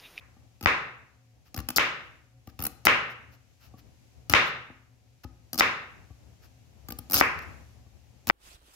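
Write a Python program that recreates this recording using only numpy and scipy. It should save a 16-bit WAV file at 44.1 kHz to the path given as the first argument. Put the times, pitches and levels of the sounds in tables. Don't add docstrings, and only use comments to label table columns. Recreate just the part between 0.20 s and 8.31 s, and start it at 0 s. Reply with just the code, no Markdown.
import sys
import numpy as np
from scipy import signal
from scipy.io import wavfile

SR = 44100
rng = np.random.default_rng(int(sys.argv[2]) if len(sys.argv) > 2 else 0)


def store_wav(level_fs):
    pcm = np.round(np.clip(np.atleast_2d(level_fs), -1, 1) * 32767)
    wavfile.write(sys.argv[1], SR, pcm.T.astype(np.int16))


N = 357633

# (start [s], length [s], number of slips,
# first slip [dB], last slip [dB], blade snap re slip [dB], flesh crunch re slip [dB], relative rocking [dB])
PUSHES = [(0.41, .01, 1, -48.5, -48, -1.5, 2, -49), (.427, 0.027, 3, -43, -45.5, -2, 1, -26.5),
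          (1.344, 0.038, 2, -41.5, -41.5, -1.5, -3.5, -45.5), (1.375, 0.04, 3, -39, -43, -4, 1, -20),
          (1.487, .032, 2, -27.5, -32.5, -7.5, -4.5, -47), (1.561, .018, 3, -24, -25.5, 1, -9, -38),
          (2.273, .01, 1, -55, -52, -1.5, 2, -34.5), (2.391, 0.034, 3, -40, -45.5, -5, -0.5, -26),
          (2.424, .056, 4, -30.5, -24.5, -14.5, -12.5, -32),
          (2.653, .016, 3, -23, -31.5, -5.5, -5.5, -36.5), (4.097, 0.0065, 1, -28, -27, -2, -1.5, -21),
          (4.104, 0.027, 4, -44, -36, -1.5, 1, -44.5), (5.331, .036, 3, -31.5, -43.5, -3.5, -6.5, -42),
          (5.378, 0.027, 3, -34, -21, 1, -6, -43.5), (6.686, 0.052, 3, -41, -38, -6.5, -4.5, -34),
          (6.787, .01, 1, -36, -35, -10.5, -12, -31.5), (6.899, 0.054, 5, -37.5, -16.5, -9, -11.5, -44),
          (6.947, 0.063, 9, -25, -26.5, -0.5, -5.5, -24), (8.07, 0.026, 3, -37, -36, -3, -2.5, -30.5)]
# (frequency [Hz], relative level [dB per Hz])
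FIZZ = [(3000, -47), (7000, -26.5), (8600, -20.5), (10500, -8.5), (13000, -2), (14900, -5), (16200, -13.5)]
# (frequency [Hz], relative level [dB per Hz])
SNAP = [(1500, -28), (3000, -11.5), (4200, 1), (5400, 3.5), (6400, -3.5), (7500, -9), (10000, -36.5)]
# (frequency [Hz], relative level [dB per Hz])
FLESH = [(150, -17), (300, -4), (550, -7.5), (800, 0), (1000, -6.5), (1250, 3), (2000, -4.5), (2800, -0.5),
         (4000, -15.5), (8000, -43.5)]


def slips(jitter=0.04):
    rows = []
    chances = rng.standard_normal((len(PUSHES), 16))
    for push, chance in zip(PUSHES, chances):
        start, length, count, first_db, last_db, snap_db, flesh_db, _ = push
        for k, db in enumerate(np.linspace(first_db, last_db, count)):
            late = jitter * chance[k] if k else 0
            time = start + length * (k + late) / count
            rows.append((time, db, db + snap_db, db + flesh_db))
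    return rows


def fractures(length, per_s=4000, spread_db=3.0, likeness=0.94):
    n = max(round(length * SR), 16)
    size = amp(spread_db * np.minimum(rng.exponential(1, n), 4))
    ruptures = (rng.random(n) < per_s / SR) + 0.19
    opening = 1 + 1.5 * np.exp(-np.arange(n) / (.002 * SR))
    return pair(rng.standard_normal((2, n)), likeness) * size * ruptures * opening


def rind(cracks, flesh_db=-1.0, linger_db=-9, widest_lag_s=0.00022, balance_db=3.0):
    spurt_s, linger_s = .005, .0035
    sounding = (spurt_s + linger_s / 2) * SR
    out = np.zeros((2, N))
    colours = [colour(FIZZ), colour(SNAP), colour(FLESH)]
    t = np.arange(SR // 30) / SR
    for (s, fizz, snap, flesh), place in zip(cracks, rng.random(len(cracks))):
        blade = rng.standard_normal((2, len(t))) * np.exp(-t / linger_s)
        blade *= amp(linger_db) / np.linalg.norm(blade[0])
        blade[:, 0] = 1
        spurt = convolve(fractures(spurt_s), blade)
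        spurt = apart(spurt, lag_s=place * widest_lag_s)
        for click, db in zip(colours, (fizz, snap, flesh + flesh_db)):
            sound = convolve(spurt, click)
            sound *= np.sqrt(2 * sounding) / np.linalg.norm(sound)
            add(out, s, amp(db) * sides(balance_db) * sound)
    return out


def chops(board_db=1.5, room_db=9, earlier_db=-27, rebound_s=.0014, rebound=0.23, right_pitch=1.2):
    # (time [s], relative blow [dB], nominal contact time [ms],
    # pitch factor of the spot, table thud [dB], relative wood to room [dB], relative steel to room [dB])
    landings = [(.4590, 1, 0.11, 1, -16, 2, -12), (1.583, -1, 0.1, 1.093, -44, 0.5, -10),
                (2.6692, 3.5, .09, 1.08, -41.5, 5, -9), (4.1370, 1.5, 0.062, 1.073, -17.5, 5.5, -4),
                (5.4078, 2, 0.11, 1.025, -49.5, 1, -11), (7.0110, 6.5, 0.2, 0.98, -37.5, 0, -39.5),
                (8.0988, 2, .13, 1, -47.5, 5, -22)]
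    # (frequency [Hz], relative level [dB], t60 [s])
    board_modes = [(298, -23, 0.049), (593, -20.5, 0.024), (793, -14, 0.019), (1266, -9.5, .017),
                   (1914, -5, 0.013), (2391, -6.5, 0.0068), (3560, -16.5, 0.016), (5000, -11, 0.011),
                   (5960, -24, 0.01)]
    # (frequency [Hz], relative level [dB], t60 [s])
    table_modes = [(48, -19, .09), (90, -2.5, 0.063)]
    # (frequency [Hz], relative level [dB per Hz])
    radiated = [(40, -29.5), (100, -9.5), (170, -13), (260, -14.5), (480, -7.5), (650, -12.5), (1120, -0.5),
                (1550, -0.5), (2000, 0.5), (2650, -2), (3150, -16.5), (4500, -28.5), (9000, -43),
                (16000, -40)]
    # (frequency [Hz], relative level [dB per Hz])
    steel = [(2200, -21), (3000, -7), (3600, 8.5), (4350, -3.5), (5350, -7), (6500, -14), (8500, -29),
             (15000, -34.5)]
    near, sent = np.zeros((2, 2, N))
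    t = np.arange(SR // 200) / SR
    for s, blow_db, contact_ms, pitch, table_db, wood_db, steel_db in landings:
        u = t * 2000 / contact_ms
        force = u * np.exp(-u)
        modes = [ring(board_modes, pitch), ring(board_modes, pitch * right_pitch)]
        board = convolve(modes, force / force.sum())
        board *= amp(blow_db + board_db) * sides(3.5)
        add(near, s, board)
        add(near, s + rebound_s, rebound * board)
        add(near, s, amp(table_db) * sides(7.3) * ring(table_modes, onset_s=.001))
        wood = [(hz * pitch, db) for hz, db in radiated]
        add(sent, s, amp(wood_db + room_db) * colour(wood))
        add(sent, s, amp(steel_db + room_db) * colour(steel))
    add(sent, 0, amp(earlier_db) * colour(radiated))
    return near, sent


def jolts(cracks, rock_db=2, slip_knock_db=-24, knock_follow=.25):
    # (time [s], relative rocking [dB], hollow knock [dB])
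    nudges = [(0.165, -69, -49), (3.093, -64.5, -58.5), (3.538, -49, -40.5), (4.499, -43, -40.5),
              (5.046, -27.5, -34.5), (5.903, -33, -46), (7.662, -41, -52.5)]
    # (nominal frequency [Hz], relative level [dB], t60 [s])
    rocking = [(65, -16, 0.3), (100, 0, 0.06)]
    # (nominal frequency [Hz], relative level [dB], t60 [s])
    hollow = [(162, -11, 0.092), (242, -2.5, 0.074), (328, -8.5, 0.08), (470, -11, 0.037), (563, -9, .02),
              (797, -4.5, 0.036), (1210, -11.5, 0.073)]
    out = np.zeros((2, N))
    rocks = [(push[0], push[-1]) for push in PUSHES]
    rocks += [(s, db) for s, db, _ in nudges]
    knocks = [(s, slip_knock_db + knock_follow * crunch) for s, _, _, crunch in cracks]
    knocks += [(s, db) for s, _, db in nudges]
    for s, db in rocks:
        rock = ring(rocking, rng.uniform(.94, 1.06), onset_s=0.0054)
        add(out, s, amp(db + rock_db) * sides(9) * rock)
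    for s, db in knocks:
        knock = ring(hollow, rng.uniform(.94, 1.06), onset_s=0.0022)
        add(out, s, amp(db) * sides(3) * knock)
    return low_cut(out, hz=55)


def rubs():
    # (time [s], length [s], relative level [dB])
    handling = [(1.24, 0.065, -72), (2.28, 0.034, -67.5), (2.886, 0.055, -66), (3.103, 0.071, -70.5),
                (3.385, 0.12, -67.5), (3.566, 0.052, -67.5), (4.242, 0.069, -60), (5.033, 0.019, -56.5),
                (6.204, 0.083, -68.5), (7.189, 0.0043, -49.5), (7.211, 0.036, -64)]
    out = np.zeros((2, N))
    for s, length, db in handling:
        for points, part_db in ((FIZZ, -2), (SNAP, -1), (FLESH, 2)):
            grains = fractures(length, per_s=10000, spread_db=1.5, likeness=0.34)
            grains = grains * signal.windows.tukey(grains.shape[1], .9)
            rub = convolve(grains / rms(grains), colour(points))
            add(out, s, amp(db + part_db) * sides(3) * rub)
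    return out


def kitchen(x, gap_s=.009, build_s=0.0018, wall_s=0.014, wall=0.25, bass_hz=950, bass_likeness=0.88):
    # (frequency [Hz], t60 [s])
    decay = [(80, 0.76), (250, .66), (600, 0.63), (1300, 0.6), (2600, 0.56), (5000, 0.48), (8000, 0.43),
             (15000, 0.25)]
    t = np.arange(SR) / SR
    taps = rng.choice([-1., 1.], (2, SR))
    hz, when, bands = signal.stft(taps, SR, nperseg=256)
    bands = pair(bands, bass_likeness / (1 + (hz[:, None] / bass_hz) ** 4))
    dying = amp(-60 * when / read(decay, hz)[:, None])
    tail = signal.istft(bands * dying, SR, nperseg=256)[1][:, :SR]
    tail *= .5 + .5 * np.tanh((t - gap_s) / build_s)
    tail /= np.linalg.norm(tail, axis=1, keepdims=True)
    tail[:, round(wall_s * SR)] += wall
    return convolve(x, tail)[:, :N] * sides(1)


def background(rumble_db=-2, hiss_db=-35.0, hiss_follow=0.61, waver_db=2, hum_drift=0.12, hum_waver_db=3):
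    # (time [s], relative level [dB])
    swells = [(0, -56), (1.15, -62.5), (1.85, -55), (2.15, -62.5), (2.55, -56.5), (3.2, -59), (3.9, -54),
              (4.75, -62), (5.8, -53), (6.5, -55), (7.3, -44), (7.65, -55), (8.1, -55)]
    # (frequency [Hz], relative level [dB per Hz])
    rumble_points = [(20, -27.5), (40, -19), (65, 4.5), (110, -3.5), (160, -11.5), (260, -14), (400, -20.5),
                     (750, -21.5), (1200, -32.5), (2500, -41.5), (6000, -62.5)]
    # (frequency [Hz], relative level [dB per Hz])
    hiss_points = [(100, -7), (1000, -6.5), (2500, 1), (3500, -2.5), (6500, -1.5), (7700, -5.5),
                   (8600, -11.5), (12000, -8), (16000, -18)]
    # (mean frequency [Hz], level before wavering [dB])
    tones = [(118.4, -65), (258, -79.5), (533, -85), (738, -86)]
    t, frames = np.arange(N) / SR, np.arange(0, N + 256, 256) / SR
    swell, wander, throb = (np.interp(t, frames, waver(frames)) for _ in range(3))
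    level_db = np.interp(t, *np.transpose(swells))
    rumble = convolve(pair(rng.standard_normal((2, N)), 0.2), colour(rumble_points, size=8192))
    rumble = rumble[:, :N] * sides(6.7)
    rumble = low_cut(rumble * amp(level_db + rumble_db + waver_db * swell), hz=35)
    hiss = convolve(pair(rng.standard_normal((2, N)), 0.025), colour(hiss_points))
    hiss = hiss[:, :N] * sides(1.5)
    hiss *= amp(hiss_follow * level_db + hiss_db)
    hum = np.zeros(N)
    for hz, db in tones:
        cycles = hz * t + hum_drift * wander + rng.random()
        hum += amp(db) * np.sqrt(2) * np.sin(2 * np.pi * cycles)
    return rumble + hiss + amp(hum_waver_db * throb) * hum * sides(2.1)


def ring(modes, pitch=1, onset_s=1e-5):
    t = np.arange(SR // 4) / SR
    waves = np.zeros(len(t))
    for k, (hz, db, t60) in enumerate(modes):
        waves += (-1) ** k * amp(db - 60 * t / t60) * np.sin(2 * np.pi * hz * pitch * t)
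    return waves * (1 - np.exp(-t / onset_s))


def colour(points, size=4096):
    hz = abs(np.fft.fftfreq(size, 1 / SR))
    log_gain = np.log(amp(read(points, hz)))
    click = np.fft.ifft(np.exp(np.conj(signal.hilbert(log_gain)))).real[:size // 2]
    return click / np.linalg.norm(click)


def waver(t, slow_hz=1.7, fast_hz=12, count=24):
    drift = np.zeros(len(t))
    for hz in np.geomspace(slow_hz, fast_hz, count):
        drift += np.sin(2 * np.pi * (hz * t + rng.random())) / np.sqrt(hz)
    return drift / rms(drift)


def pair(two, likeness):
    c = np.clip(likeness, 0, 1)
    return np.array([two[0], c * two[0] + np.sqrt(1 - c * c) * two[1]])


def sides(balance_db):
    gains = amp(np.array([[balance_db], [-balance_db]]) / 2)
    return gains / rms(gains)


def apart(two, lag_s):
    return np.array([two[0], np.roll(two[1], round(lag_s * SR))])


def low_cut(x, hz):
    return signal.sosfilt(signal.butter(2, hz, "highpass", fs=SR, output="sos"), x)


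def convolve(x, response):
    return signal.fftconvolve(np.atleast_2d(x), np.atleast_2d(response), axes=1)


def add(mix, s, sound):
    part = mix[:, round(s * SR):][:, :sound.shape[-1]]
    part += sound[..., :part.shape[1]]


def read(points, hz):
    f, value = np.transpose(points)
    return np.interp(np.log(hz + 1), np.log(f + 1), value)


def amp(db):
    return 10 ** (np.asarray(db) / 20)


def rms(x):
    return np.sqrt(np.mean(x ** 2) + 1e-20)


def scene(rind_wet_db=-13, jolt_wet_db=-12, beam_hz=7000):
    knocks, sent = chops()
    cracks = slips()
    cutting = rind(cracks) + rubs()
    bumps = jolts(cracks)
    spread = signal.lfilter(*signal.butter(1, beam_hz, fs=SR), cutting)
    sent = sent + amp(rind_wet_db) * spread + amp(jolt_wet_db) * bumps
    return knocks + cutting + bumps + kitchen(sent) + background()


def record(dry, edge_hz=16000):
    low_pass = signal.firwin(255, edge_hz, window=("kaiser", 8), fs=SR)
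    return signal.oaconvolve(np.clip(dry, -1, 1), low_pass[None], "same")


dry = scene()
out = record(dry)
store_wav(out)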